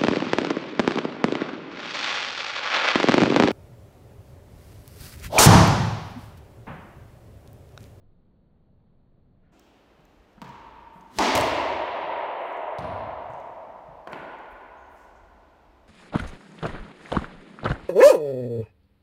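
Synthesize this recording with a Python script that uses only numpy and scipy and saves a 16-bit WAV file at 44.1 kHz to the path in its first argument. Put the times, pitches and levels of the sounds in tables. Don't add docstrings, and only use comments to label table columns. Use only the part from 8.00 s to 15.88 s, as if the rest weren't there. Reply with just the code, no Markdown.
import sys
import numpy as np
from scipy import signal
from scipy.fft import rfft, irfft, next_fast_len
from scipy.io import wavfile
from scipy.ndimage import uniform_filter1d, minimum_filter1d

SR = 44100
rng = np.random.default_rng(int(sys.argv[2]) if len(sys.argv) > 2 else 0)


def invert_db(level):
    return 10 ** (np.asarray(level, dtype=float) / 20)


def transcribe(u):
    v = np.clip(np.atleast_2d(u).T, -1, 1)
    q = np.round(v * 32767).astype(np.int16)
    wavfile.write(sys.argv[1], SR, q)


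N = 347419

# freq_hz, density_db_per_hz
MUFFLED_SPECTRUM = [(8.8, -41), (15, 3.5), (27, -9), (43, -11), (157, -12.5), (221, -15), (304, -23),
                    (521, -26.5), (561, -27.5), (1260, -41.5), (2560, -53), (4490, -52.5), (5200, -96),
                    (6760, -103), (11400, -120)]
OPEN_SPECTRUM = [(8.8, -58), (15, -36.5), (50, -9), (169, -12), (201, -5), (240, -8.5), (277, -4),
                 (497, -10), (610, -8.5), (1190, -17), (2950, -24.5), (4840, -32.5), (10300, -46.5),
                 (14200, -43.5), (16000, -57.5)]
# start_s, length_s, rms_db (ahead of the envelope), centre_hz, width_hz
NOISE_PATCHES = [(1.42, .11, -79.5, 1580, 607), (1.524, 0.35, -74.5, 2866, 858),
                 (1.529, 0.3, -79.5, 4180, 1485), (1.513, 0.16, -79, 6700, 2500),
                 (2.921, .15, -79, 10930, 8030), (4.38, 0.25, -74, 11000, 8970),
                 (5.288, 0.15, -79.5, 6895, 4000), (6.122, 0.012, -62, 9300, 9000),
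                 (6.5, 0.044, -75.5, 11900, 7900), (6.758, 0.18, -80.5, 6500, 500),
                 (6.879, 0.24, -79, 12000, 8040), (6.949, 0.18, -75.5, 6280, 3050),
                 (7.146, 0.067, -77.5, 6470, 1985)]
# freq_hz, density_db_per_hz
TICK_SPECTRUM = [(1000, -39.5), (3000, -16), (6800, 3), (10500, -18.5), (13500, -6), (16000, -7.5)]
# start_s, peak_db
CLEAR_TICKS = [(1.5948, -49.5), (2.0528, -54.5), (2.479, -56), (2.4915, -53), (3.0093, -51), (4.188, -50),
               (4.5276, -53.5), (4.5734, -51.5), (5.3022, -55), (5.3353, -54.5), (5.4008, -55),
               (6.387, -57.5)]
# start_s, level_db, pitch_hz
LOW_THUMPS = [(1.988, -53.5, 151), (2.377, -45, 200), (2.42, -35.5, 196), (2.956, -44.5, 182),
              (3.184, -32, 61), (4.038, -37.5, 165), (5.295, -41, 126), (5.675, -52, 198),
              (5.884, -47, 146)]
# freq_hz, density_db_per_hz
BOUNCE = [(30, -42), (60, -19), (130, 10), (200, -11), (290, -6), (500, -8.5), (800, -13), (915, 8),
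          (1030, -2.5), (1420, -11.5), (2700, -16.5), (7000, -31), (10400, -43.5), (13500, -40.5),
          (16000, -42.5)]
STRIKE = [(30, -47), (60, -29.5), (120, -35.5), (215, -2), (400, -6), (510, -14.5), (660, -3), (790, -6.5),
          (930, -2.5), (1100, -9), (1400, -14), (2110, -14), (3850, -18), (5300, -19), (6300, -22),
          (7500, -28.5), (10300, -36.5), (16000, -45.5)]
FRONT_WALL = [(30, -29.5), (80, 0), (250, -11.5), (450, -10), (650, -1), (800, -11.5), (960, -2.5),
              (1200, -14.5), (1550, -19.5), (2130, -12.5), (2450, -20), (2760, -15), (3200, -21),
              (16000, -40)]
BACK_WALL = [(30, -38), (55, -7.5), (80, 6), (190, 0.5), (400, -20), (900, -19.5), (2000, -32.5),
             (4000, -33), (7000, -54), (10500, -63), (13000, -67), (16000, -64.5)]
SCOOP = [(30, -61.5), (90, -37), (150, -5), (500, -5), (690, 0), (790, -9.5), (1010, -1), (1270, -11),
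         (1500, -8), (2100, -15.5), (4000, -34), (16000, -49)]
FRAME_TAP = [(60, -39), (140, 0), (300, -4.5), (680, -9), (800, -2), (1020, 0), (1250, -18), (1465, 2),
             (1600, -14.5), (2000, -10.5), (2550, -15), (3120, -19.5), (3750, -28), (4400, -30),
             (5500, -46), (10500, -57), (13500, -55), (16000, -58)]
# delay_ms, level_db
MID_COURT = [(4.5, -8), (8, -11.5), (14.5, -17), (20, -37), (25, -19.5), (30, -19), (37, -19)]
BACK_CORNER = [(4.5, -1.5), (21, -8), (25, -16), (31, -18.5), (37, -16), (49, -12.5), (60, -7),
               (103, -21.5)]
FRONT_CORNER = [(2.8, -6), (5.4, -2), (8, -7.5), (16, -7.5), (19, -15.5), (24, -2.5), (26.5, -3.5),
                (35.5, -8.5), (50, -5), (59, 0)]
# start_s, spectrum, first_echoes, direct_db, contact_ms, crack_treble_lift_db, tail_db
BLOWS = [(2.4174, BOUNCE, MID_COURT, -13.5, 1.1, 7, -4.5), (3.1864, STRIKE, MID_COURT, 4, 3.1, 10, 30),
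         (3.352, FRONT_WALL, FRONT_CORNER, 13, 1.4, 11, 28),
         (4.7854, BACK_WALL, BACK_CORNER, -9.5, 1.2, 22, 8.5), (6.073, SCOOP, MID_COURT, -11, 2.5, 0, -2.5),
         (6.1308, FRAME_TAP, MID_COURT, -9.5, 1.6, 9.5, -2)]
# freq_hz, t60_s
COURT_DECAY = [(40, 1.6), (80, 1.24), (130, 0.52), (200, 0.47), (300, 2.36), (500, 3.85), (700, 4.58),
               (1000, 4.01), (2000, 3.11), (3000, 2.565), (5000, 1.3), (8000, 0.86), (12000, 0.53),
               (16000, 0.66)]
# freq_hz, fill_ms
COURT_FILL = [(60, 54), (200, 18), (900, 4.7), (3000, 32), (12000, 25)]
# freq_hz, density_db_per_hz
SWING_SPECTRUM = [(35, -44.5), (60, -15), (250, -1.5), (666, -28), (1820, -21), (2710, -28.5), (2970, -18),
                  (3340, -22), (16000, -37)]
# freq_hz, width_hz, level_db
RACQUET_MODES = [(1860, 270, -1.5), (3060, 180, -4.5), (4450, 190, -10.5), (5550, 380, -12),
                 (7500, 800, -13)]
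# start_s, peak_db, top_mode_lift_db
RACQUET_HITS = [(3.1865, -15, 23.5), (6.0735, -37, -1), (6.1308, -28.5, -10)]

OPENS_S = 1.53


def read(points, hz):
    f, value = np.transpose(points)
    return np.interp(np.log(hz + 1), np.log(f + 1), value)


def evened(x):
    return x / np.sqrt(np.mean(x ** 2) + 1e-20)


def add(mix, start_s, sound):
    part = mix[round(start_s * SR):][:len(sound)]
    part += sound[:len(part)]


def ramp(start_s, length_s):
    return np.clip((np.arange(N) / SR - start_s) / length_s, 0, 1)


def band(x, hz, width_hz):
    edges_hz = np.clip([hz - width_hz / 2, hz + width_hz / 2], 20, SR / 2 - 100)
    return signal.sosfilt(signal.butter(2, edges_hz, "band", fs=SR, output="sos"), x)


def noise(points):
    size = next_fast_len(N)
    gain = invert_db(read(points, np.fft.rfftfreq(size, 1 / SR)))
    return evened(irfft(rfft(rng.standard_normal(size)) * gain, size)[:N])


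def click(points, lift_db, size=8192):
    hz = np.fft.rfftfreq(size, 1 / SR)
    lift_share = np.clip(np.log2(hz / 1200 + 1e-9) / 2.75, 0, 1)
    log_gain = np.log(invert_db(read(points, hz) + lift_db * lift_share))
    full = np.concatenate([log_gain, log_gain[-2:0:-1]])
    spectrum = np.exp(np.conj(signal.hilbert(full)))[:len(hz)]
    pulse = irfft(spectrum)[:size // 2]
    return pulse / np.linalg.norm(pulse)


def court_tail():
    t = np.arange(5 * SR) / SR
    odds = np.clip(0.018 + t / 0.14, 0, 1)
    hits = rng.random(len(t)) < odds
    taps = rng.standard_normal(len(t)) * hits / np.sqrt(odds)
    hz, frame_s, z = signal.stft(taps, SR, nperseg=512)
    filled = 1 - np.exp(-(1000 * frame_s / read(COURT_FILL, hz)[:, None]) ** 1.4)
    decay = invert_db(-60 * frame_s / read(COURT_DECAY, hz)[:, None])
    tail = signal.istft(z * filled * decay, SR, nperseg=512)[1][:len(t)]
    tail *= 1 - np.exp(-t / 0.006)
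    return tail / np.sqrt(np.mean(tail[4000:8000] ** 2) * SR)


def hall():
    muffled_db, open_db, open_fade_db_per_s = -59, -59.5, -0.29
    opening_s, leak_s, leak_db, leak_top_hz = 0.012, 0.2, -11, 4300
    rumble_db, wander_db, wander_top_hz = -65.5, 2.5, 3
    late_s, late_db = 6.4, 4
    t = np.arange(N) / SR
    opened = ramp(OPENS_S - opening_s, opening_s)
    dull = noise(MUFFLED_SPECTRUM) * invert_db(muffled_db) * (1 - opened)
    clear = noise(OPEN_SPECTRUM) * invert_db(open_db + open_fade_db_per_s * t)
    leak = band(band(clear, leak_top_hz / 2, leak_top_hz), leak_top_hz / 2, leak_top_hz)
    leak *= invert_db(leak_db) * ramp(OPENS_S - leak_s, leak_s)
    clear = clear * opened + leak * (1 - opened)
    wander_hz = wander_top_hz * np.geomspace(0.1, 1, num=12)
    wander = evened(sum(np.sin(2 * np.pi * (hz * t + rng.random())) for hz in wander_hz))
    level_db = rumble_db + wander_db * wander + late_db * ramp(late_s, 0.1)
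    rumble = evened(band(band(rng.standard_normal(N), 55, 36), 50, 70))
    return dull + clear + rumble * invert_db(level_db) * opened


def noise_patches():
    rise_share, fade_share = 0.15, 0.6
    out = np.zeros(N)
    for start_s, length_s, rms_db, hz, width_hz in NOISE_PATCHES:
        patch = band(rng.standard_normal(SR), hz, width_hz)[:round(length_s * SR)]
        share = np.linspace(0, 1, len(patch))
        envelope = np.minimum(share / rise_share, 1) * np.minimum((1 - share) / fade_share, 1)
        add(out, start_s, invert_db(rms_db) * evened(patch) * envelope)
    return out


def ticks():
    count, from_s, to_s, floor_db, spread_db = 8, 1.6, 7.5, -70.5, 2
    out, t = np.zeros(N), np.arange(4000) / SR
    when, size = rng.random((count, 2)).T
    faint = zip(from_s + when * (to_s - from_s), floor_db - spread_db * np.log(size))
    for start_s, peak_db in CLEAR_TICKS + list(faint):
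        burst = rng.standard_normal(len(t)) * np.exp(-t / 0.0019)
        tick = signal.fftconvolve(burst, click(TICK_SPECTRUM, 0))
        add(out, start_s, invert_db(peak_db) * tick / abs(tick).max())
    return out


def low_thumps():
    rise_cycles = 0.85
    out, t = np.zeros(N), np.arange(4000) / SR
    for start_s, level_db, hz in LOW_THUMPS:
        rough = band(band(rng.standard_normal(len(t)), 3.2 * hz, 4.2 * hz), 7.9 * hz, 7.4 * hz)
        body = np.sin(2 * np.pi * hz * t) + 0.34 * evened(rough)
        rise = t * hz / rise_cycles
        add(out, start_s, invert_db(level_db) * body * rise * np.exp(1 - rise))
    return out


def contact(contact_ms, patchiness):
    t_ms = np.arange(600) / SR * 1000
    burst = rng.standard_normal(len(t_ms)) * np.exp(-(t_ms / contact_ms) ** 3)
    spectrum = rfft(burst)
    size = abs(spectrum)
    smear = irfft(evened(size ** patchiness) * spectrum / size)
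    return smear * np.exp(-(t_ms / (2 * contact_ms)) ** 3)


def blows():
    scatter_count, scatter_ms, scatter_db, scatter_db_per_ms = 24, 140, -15, -0.0486
    echo_patchiness, dulling_db_per_ms = 0.65, 0.08
    out = np.zeros(N)
    for start_s, spectrum, echoes, direct_db, contact_ms, lift_db, tail_db in BLOWS:
        delays_ms = 4 + scatter_ms * rng.random(scatter_count)
        scattered = [(ms, scatter_db + scatter_db_per_ms * ms) for ms in delays_ms]
        for ms, db in [(0, 0)] + echoes + scattered:
            smear = contact(contact_ms, echo_patchiness if ms else 0)
            colour = click(spectrum, lift_db - dulling_db_per_ms * ms)
            add(out, start_s + ms / 1000, invert_db(direct_db + db) * signal.fftconvolve(smear, colour))
        tail = signal.fftconvolve(court_tail(), click(spectrum, 0))
        add(out, start_s, invert_db(tail_db) * tail)
    return out


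def swing():
    end_s, top_db, growth_db_per_s = 3.188, -37.5, 339.5
    to_go_s = end_s - np.arange(N) / SR
    level = invert_db(top_db - growth_db_per_s * abs(to_go_s))
    return noise(SWING_SPECTRUM) * level * (to_go_s > 0)


def racquet():
    t, out = np.arange(600) / SR, np.zeros(N)
    top_hz = RACQUET_MODES[-1][0]
    for start_s, peak_db, lift_db in RACQUET_HITS:
        ring = np.zeros(len(t))
        for hz, width_hz, db in RACQUET_MODES:
            mode = np.sin(2 * np.pi * (hz * t + rng.random())) * np.exp(-np.pi * width_hz * t)
            ring += invert_db(db + lift_db * hz / top_hz) * mode
        ring *= np.minimum(t / 0.0006, 1)
        add(out, start_s, invert_db(peak_db) * ring / abs(ring).max())
    return out


def door_latch():
    start_s, hz, level_db, tail_db = 4.794, 9350, -47, 9
    t, out = np.arange(1500) / SR, np.zeros(N)
    envelope = np.exp(-t / 0.0016) * np.minimum(t / 0.00098, 1)
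    ping = invert_db(level_db) * np.sin(2 * np.pi * hz * t) * envelope
    add(out, start_s, ping)
    add(out, start_s, invert_db(tail_db) * signal.fftconvolve(court_tail(), ping))
    return out


def scene():
    small = noise_patches() + ticks() + low_thumps() + swing()
    small = small + invert_db(2.5) * signal.oaconvolve(small, court_tail())[:N]
    return (hall() + small + blows() + racquet() + door_latch())[None]


def band_limit(x):
    return signal.sosfilt(signal.butter(12, 15900, fs=SR, output="sos"), x)


def record(dry):
    threshold_db, cut_per_db, hold_s, recovery_db_per_s = -26, 0.64, 0.5, 14
    hiss_db = -93
    power = signal.lfilter([0.003], [1, 0.003 - 1], dry[0] ** 2)
    power_db = 10 * np.log10(abs(power) + 1e-12)
    over_db = cut_per_db * np.maximum(power_db - threshold_db, 0)
    hold = round(hold_s * SR) // 2 * 2
    held_db = -minimum_filter1d(-over_db, hold, origin=hold // 2 - 1)
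    fall_db = np.arange(N) * recovery_db_per_s / SR
    cut_db = np.maximum.accumulate(held_db + fall_db) - fall_db
    ducked = dry / invert_db(uniform_filter1d(cut_db, 150))
    hiss = invert_db(hiss_db) * band(rng.standard_normal(N), 11000, 9000)
    hissy = ducked + hiss * ramp(OPENS_S, 0.01)
    return band_limit(0.35 * np.tanh(hissy / 0.31))


dry = scene()
out = record(dry)
transcribe(out)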